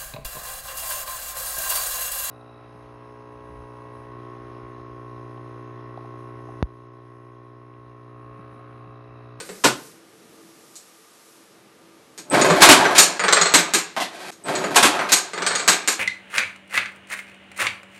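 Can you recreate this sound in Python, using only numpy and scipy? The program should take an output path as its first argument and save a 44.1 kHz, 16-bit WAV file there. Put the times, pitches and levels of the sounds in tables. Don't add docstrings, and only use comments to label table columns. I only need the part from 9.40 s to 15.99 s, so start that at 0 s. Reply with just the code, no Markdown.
import sys
import numpy as np
from scipy import signal
from scipy.fft import rfft, irfft
from scipy.io import wavfile
from scipy.ndimage import uniform_filter1d

SR = 44100
rng = np.random.default_rng(int(sys.argv[2]) if len(sys.argv) > 2 else 0)


def waveform_to_disk(signal):
    frames = np.transpose(np.atleast_2d(signal))
    scaled = np.clip(frames, -1, 1) * 32767
    samples = np.round(scaled).astype(np.int16)
    wavfile.write(sys.argv[1], SR, samples)


N = 290780
TAIL_S = np.arange(SR // 2 + SR // 10) / SR
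CHAIN_START_S, REPEAT_S = 2.7, 2.139
# (frequency [Hz], width [Hz], weight [dB])
WORKTOP_RESONANCES = [(297.5, 40, -4.5), (375.6, 3.9, 49.5), (597.4, 22, 9), (710, 28, 28),
                      (870, 36, -23.5), (984, 230, -28), (1302, 28.5, -10), (1584, 130, -22),
                      (2480, 76, -16)]


def worktop_thuds():
    hits = [(3.218, 8, -17, 0.5), (3.286, 6, -8, -0.5), (3.309, -1, -6, 2.5)]  # (time [s], level [dB], bass [dB], treble [dB])
    colour = [(40, -12.5), (124, -0.5), (300, 14.5), (486, 0.5), (700, 1), (1100, 5.5), (2000, 0),
              (5000, -11.5), (8100, -10.5), (12500, -18)]
    return knocks(hits, body(colour, WORKTOP_RESONANCES, lift_db=8.0), gain_db=-12.0,
                  rattle_s=0.011, rebound=0.29, room=dict(direct_db=-44.5, corner_db=9.0, corner_s=0.019))


def hard_clacks(hop_s=0.042, hop_db=-11.0, hop_above_db=-20.0):
    hits = [(1.356, -59.5, -18, 28, 7860), (2.778, -36, -6, 7, 6840), (3.581, -3.5, -19, 7.5, 7340),
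            (4.139, -3, -15, 0.5, 7930), (4.337, -10.5, -13.5, 3, 7600)]
    colour = [(40, -23), (118, -25), (177, -2.5), (590, -6.5), (1100, -2), (2800, -12), (5500, 0.5),
              (7600, 3), (8600, -1.5), (9800, -4), (12500, -4)]
    modes = [(168, 37, 12), (314, 45, 27), (400, 17, 23), (750.5, 4, 20), (996, 13, -28), (1231, 17, 4),
             (1585, 85, 16), (2380, 870, 10), (3600, 37, -10), (4090, 630, -20), (6620, 93, 14),
             (8240, 160, 1), (8050, 210, -33)]
    hops = [(s + hop_s, db + hop_db, *rest) for s, db, *rest in hits if db > hop_above_db]
    return knocks(hits + hops, body(colour, modes, lift_db=12.5), gain_db=-8.0,
                  rattle_s=0.0079, rebound=0.088, ring_db=-12.0, ring_t60_s=0.0087, size_spread=0.048,
                  room=dict(direct_db=-10.0, corner_db=11.5, corner_s=0.019))


def wooden_blocks(row_start_s=3.795, step_s=0.0437, nearest_s=3.927, pass_s=0.069, row_db=-5, bass_db=-14.5):
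    singles = [(0.002, -30.5, -3.5, 3, 8600), (0.091, -33.5, 6.5, 0.5, 7700), (2.945, -10, -13, -16, 6900),
               (3.014, -10, -9, 2, 6740), (3.101, -6.5, -2, -9, 6850), (3.453, -5.5, -10, -15, 5940)]
    row = [(-6, 6900), (-10, 8300), (-6.5, 6020), (3, 8120), (-11, 8300), (4.5, 6700), (-1, 7700)]
    colour = [(40, -23), (110, -41.5), (170, 9), (250, -11), (420, 4), (1500, 5), (2800, -6), (4300, -0.5),
              (5500, -6.5), (8400, -5), (9300, -28.5), (12500, -23.5)]
    modes = [(393, 53, -24), (1170, 25, 37.5), (1417, 46, -24), (1720, 610, -37), (2230, 870, -18),
             (4250, 19, 9), (5770, 20, -5), (6780, 43, -2), (7700, 65, 0), (7800, 180, -17),
             (8300, 65, -14)]
    times_s = row_start_s + step_s * np.arange(len(row))
    levels_db = row_db - 10 * np.log10(1 + ((times_s - nearest_s) / pass_s) ** 2)
    falls = [(s, db, bass_db, *block) for s, db, block in zip(times_s, levels_db, row)]
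    return knocks(singles + falls, body(colour, modes, lift_db=14.0), gain_db=-10.0,
                  rattle_s=0.003, rebound=0.25, ring_db=-3.5, ring_t60_s=0.049, size_spread=0.06,
                  room=dict(direct_db=-7.0, corner_db=14.0, corner_s=0.005))


def opening_knock():
    hits = [(0.239, -2.5, -13, -3.5)]  # (time [s], level [dB], bass [dB], treble [dB])
    colour = [(40, -34), (130, 0), (290, 2), (600, -8), (1100, -9.5), (2100, -12.5), (4600, -14.5),
              (8400, -13.5), (9800, -22.5), (12500, -22.5)]
    modes = [(130, 6.1, 21), (273, 56, 15), (365, 23, 14), (587, 43, -6), (895, 36, 1), (1050, 45, -1),
             (1450, 350, -19)]
    return knocks(hits, body(colour, modes, lift_db=14.5), gain_db=-10.5, rattle_s=0.0087, rebound=0.21,
                  room=dict(direct_db=-21.0, corner_db=22.0, corner_s=0.029))


def tumbling(bumps_per_s=130.0, scatter_db=6.5, gain_db=-5.0, rise_share=0.11, fall_s=0.0033):
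    # (start [s], level [dB], bass [dB], treble [dB], length [s], change by the end [dB])
    stretches = [(2.85, -53.5, 8, -30.5, 0.065, 7), (2.905, -15, 3.5, -5, 0.38, -6),
                 (3.205, -31, -8, 13.5, 0.014, 4.5), (3.37, -10.5, -4, -10.5, 0.41, -22),
                 (3.548, -37, -11, 19.5, 0.056, 11.5), (3.79, -21.5, -9, -16, 0.53, -11.5),
                 (4.71, -42, -2.5, 1, 0.1933, 8)]
    colour = [(40, -80), (90, -16.5), (170, 2), (330, 1.5), (1000, 10), (1900, 7), (2800, -8.5),
              (4200, -14.5), (5500, -19), (8200, -20.5), (9500, -21.5), (12500, -23.5)]
    t = np.arange(N) / SR
    bumps = (rng.random(N) < bumps_per_s / SR) * undb(scatter_db * rng.standard_normal(N))
    drum = signal.fftconvolve(bumps, body(colour, WORKTOP_RESONANCES, lift_db=13.5))
    parts = registers(signal.fftconvolve(drum, tiled_room(direct_db=-7.5))[:N])
    parts = [part / np.sqrt(uniform_filter1d(part ** 2, SR // 14) + 1e-9) for part in parts]
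    out = np.zeros(N)
    for s, db, bass_db, treble_db, length_s, change_db in both_runs(stretches):
        on = (t > s) & (t < s + length_s + fall_s)
        age_s = t[on] - s
        motion = np.interp(age_s, [0, rise_share * length_s, length_s, length_s + fall_s], [0, 1, 1, 0])
        motion *= undb(change_db * age_s / length_s)
        for part, part_db in zip(parts, (0, bass_db, treble_db)):
            out[on] += motion * part[on] * undb(gain_db + db + part_db)
    return out


def hollow_bounces():
    hits = [(4.565, -7.5, -14.5, -6.5), (4.602, -14.5, -6, 4.5), (4.621, -22.5, -7, 7.5)]  # (time [s], level [dB], bass [dB], treble [dB])
    colour = [(60, -46), (170, -2), (230, -0.5), (500, -8), (740, 5.5), (1400, -4), (4300, -32),
              (6000, -36), (12500, -43.5)]
    modes = [(670, 36, -2), (736, 24, 8), (1080, 44, -15), (1980, 170, 3), (4270, 100, -20)]  # (frequency [Hz], width [Hz], weight [dB])
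    return knocks(hits, body(colour, modes, lift_db=8.0), gain_db=-16.0, rattle_s=0.018, rebound=0.15,
                  room=dict(direct_db=-10.0, corner_db=10.5, corner_s=0.024))


def glassy_pings(t60_s=0.43, spread_hz=270.0, count=7):
    touches = [(2.9, -28, 8160)]  # (time [s], level [dB], pitch [Hz])
    repeats = [(s + REPEAT_S, db + second_run_db(s)[0], hz) for s, db, hz in touches]
    out = np.zeros(N)
    for s, db, hz in touches + repeats:
        modes_hz = hz + spread_hz * rng.uniform(-1.2, 1, count)
        phases = rng.uniform(0, 2 * np.pi, (count, 1))
        ring = np.sin(2 * np.pi * modes_hz[:, None] * TAIL_S + phases).sum(0)
        add(out, s, undb(db) * ring / np.sqrt(count / 2) * decay(TAIL_S, t60_s))
    return out


def knocks(hits, response, gain_db, rattle_s, rebound, room, ring_db=0, ring_t60_s=1, size_spread=0):
    out, attack = np.zeros(N), SR // 50
    t = TAIL_S[:len(response)]
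    ring_gain = registers(response)[2].std() * undb(ring_db)
    for s, db, bass_db, treble_db, *ring_hz in both_runs(hits):
        piece = signal.resample(response, int(len(t) * (1 + size_spread * rng.uniform(-1.3, 1))))
        piece = np.pad(piece, (0, len(t)))[:len(t)]
        ring = sum(unit(np.sin(2 * np.pi * hz * t) * decay(t, ring_t60_s)) for hz in ring_hz)
        blow = signal.fftconvolve(contacts(rattle_s, rebound), piece + ring_gain * ring)
        heard = signal.fftconvolve(blow, tiled_room(**room))
        for part, part_db in zip(registers(heard), (0, bass_db, treble_db)):
            add(out, s, part / part[:attack].std() * undb(gain_db + db + part_db))
    return out


def contacts(rattle_s, rebound, count=5):
    push = np.zeros(len(TAIL_S) // 4)
    gaps_s = rattle_s * rng.uniform(0.3, 0.9, count)
    onsets = np.minimum((np.cumsum(gaps_s) * SR).astype(int), len(push) - 1)
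    push[onsets] = rebound ** np.arange(1, count + 1)
    push[0] = 1
    return push


def body(colour, modes, lift_db, size=8192):
    hz = np.arange(size // 2 + 1) * SR / size
    peaks = sum(undb(db / 4) / (1 + (2 * (hz - f) / width) ** 2) for f, width, db in modes)
    magnitude = undb(lookup(hz, colour) + lift_db * np.tanh(peaks))
    cepstrum = irfft(np.log(magnitude))
    cepstrum[1:size // 2] *= 2
    cepstrum[size // 2 + 1:] = 0
    return irfft(np.exp(rfft(cepstrum)))[:size // 2]


def both_runs(events):
    rows = list(events)
    for s, db, bass_db, *rest in events:
        if CHAIN_START_S < s < N / SR - REPEAT_S:
            change_db, bass_change_db = second_run_db(s)
            rows.append((s + REPEAT_S, db + change_db, bass_db + bass_change_db, *rest))
    return rows


def second_run_db(s):
    stages = [(3.0, -9.5, -0.5), (3.218, -8, -7.5), (3.58, -6.5, 1), (3.8, -9, 8.5), (4.06, -6.5, -9),
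              (4.142, -1.5, -4)]
    stage_s, *changes_db = np.transpose(stages)
    return [np.interp(s, stage_s, column) for column in changes_db]


def tiled_room(direct_db, corner_db=-18.0, corner_s=0.0068, build_s=0.0051):
    reverb = [(100, 0.63), (300, 0.53), (1000, 0.55), (3000, 0.51), (8000, 0.35), (12500, 0.22)]  # (frequency [Hz], t60 [s])
    size = len(TAIL_S)
    hz = np.arange(size // 2 + 1) * SR / size
    noise = rfft(rng.standard_normal(size))
    tail = 0
    for weights, (_, t60_s) in zip(np.eye(len(reverb)), reverb):
        band_share = lookup(hz, np.c_[np.array(reverb)[:, 0], weights])
        fade = decay(TAIL_S, t60_s) + undb(corner_db) * np.exp(-TAIL_S / corner_s)
        tail = tail + irfft(noise * band_share, size) * fade
    path = unit(tail * (1 - np.exp(-TAIL_S / build_s))) / np.sqrt(size)
    path[0] += undb(direct_db)
    return path


def room_tone(air_db=-49.0, hum_width_hz=4.6, treble_lift_db=4.5):
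    colour = [(18, -44.5), (30, -48.5), (167, -13.5), (189, -14), (269, -14.5), (321, -13), (757, -16.5),
              (1190, -15), (3190, -22), (5550, -14), (12400, -15), (16200, -49), (22000, -120)]
    hum = [(330, -66), (447, -70.5), (1200, -67.5)]  # (frequency [Hz], level [dB])
    drift = [(0.47, -51.5, -53.5), (0.6, -56, -66), (0.93, -51.5, -63), (1.4, -59.5, -59.5),
             (1.64, -62, -62), (1.9, -59.5, -60), (2.25, -55.5, -68), (2.75, -55, -66.5)]
    hz = np.arange(N // 2 + 1) * SR / N
    drift_s, *levels_db = np.transpose(drift)
    bass_db, treble_db = (np.interp(np.arange(N) / SR, drift_s, column) for column in levels_db)
    air = shaped_noise(undb(lookup(hz, colour))) * undb(air_db)
    for tone_hz, db in hum:
        width_hz = hum_width_hz * (tone_hz / hum[0][0]) ** 2
        air += undb(db) * shaped_noise(1 / (1 + (2 * (hz - tone_hz) / width_hz) ** 2))
    middle, bass, treble = registers(air)
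    return middle + unit(bass) * undb(bass_db) + unit(treble) * undb(treble_db + treble_lift_db)


def shaped_noise(magnitude):
    return unit(irfft(rfft(rng.standard_normal(N)) * magnitude, N))


def decay(t, t60_s):
    return np.exp(-np.log(1000) * t / t60_s)


def undb(db):
    return 10 ** (np.asarray(db) / 20)


def unit(x):
    return x / np.sqrt(np.mean(x ** 2) + 1e-20)


def lookup(hz, points):
    f, value = np.transpose(points)
    return np.interp(np.log(np.maximum(hz, 1)), np.log(f), value)


def band(x, hz, kind, order=4):
    return signal.sosfilt(signal.butter(order, hz, kind, fs=SR, output="sos"), x)


def registers(x, bass_hz=450, treble_hz=3500):
    middle = band(x, [bass_hz, treble_hz], "bandpass")
    return middle, band(x, bass_hz, "lowpass"), band(x, treble_hz, "highpass")


def add(out, s, sound):
    start = max(int(s * SR), 0)
    out[start:start + len(sound)] += sound[:len(out) - start]


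def scene():
    blows = opening_knock() + worktop_thuds() + hard_clacks() + wooden_blocks() + hollow_bounces()
    return (blows + glassy_pings() + tumbling() + room_tone())[None]


def record(dry, asymmetry=0.036, mic_hz=12450, top_hz=15700):
    rounded = dry / (1 + (dry / 1.02) ** 6) ** (1 / 6)
    thump = asymmetry * band(rounded ** 2, [25, 150], "bandpass", order=2)
    mic = signal.sosfilt(signal.ellip(10, 0.2, 70, mic_hz, fs=SR, output="sos"), rounded + thump)
    return signal.sosfilt(signal.ellip(8, 0.2, 70, top_hz, fs=SR, output="sos"), np.clip(mic, -1, 1))


dry = scene()
out = record(dry)
waveform_to_disk(out)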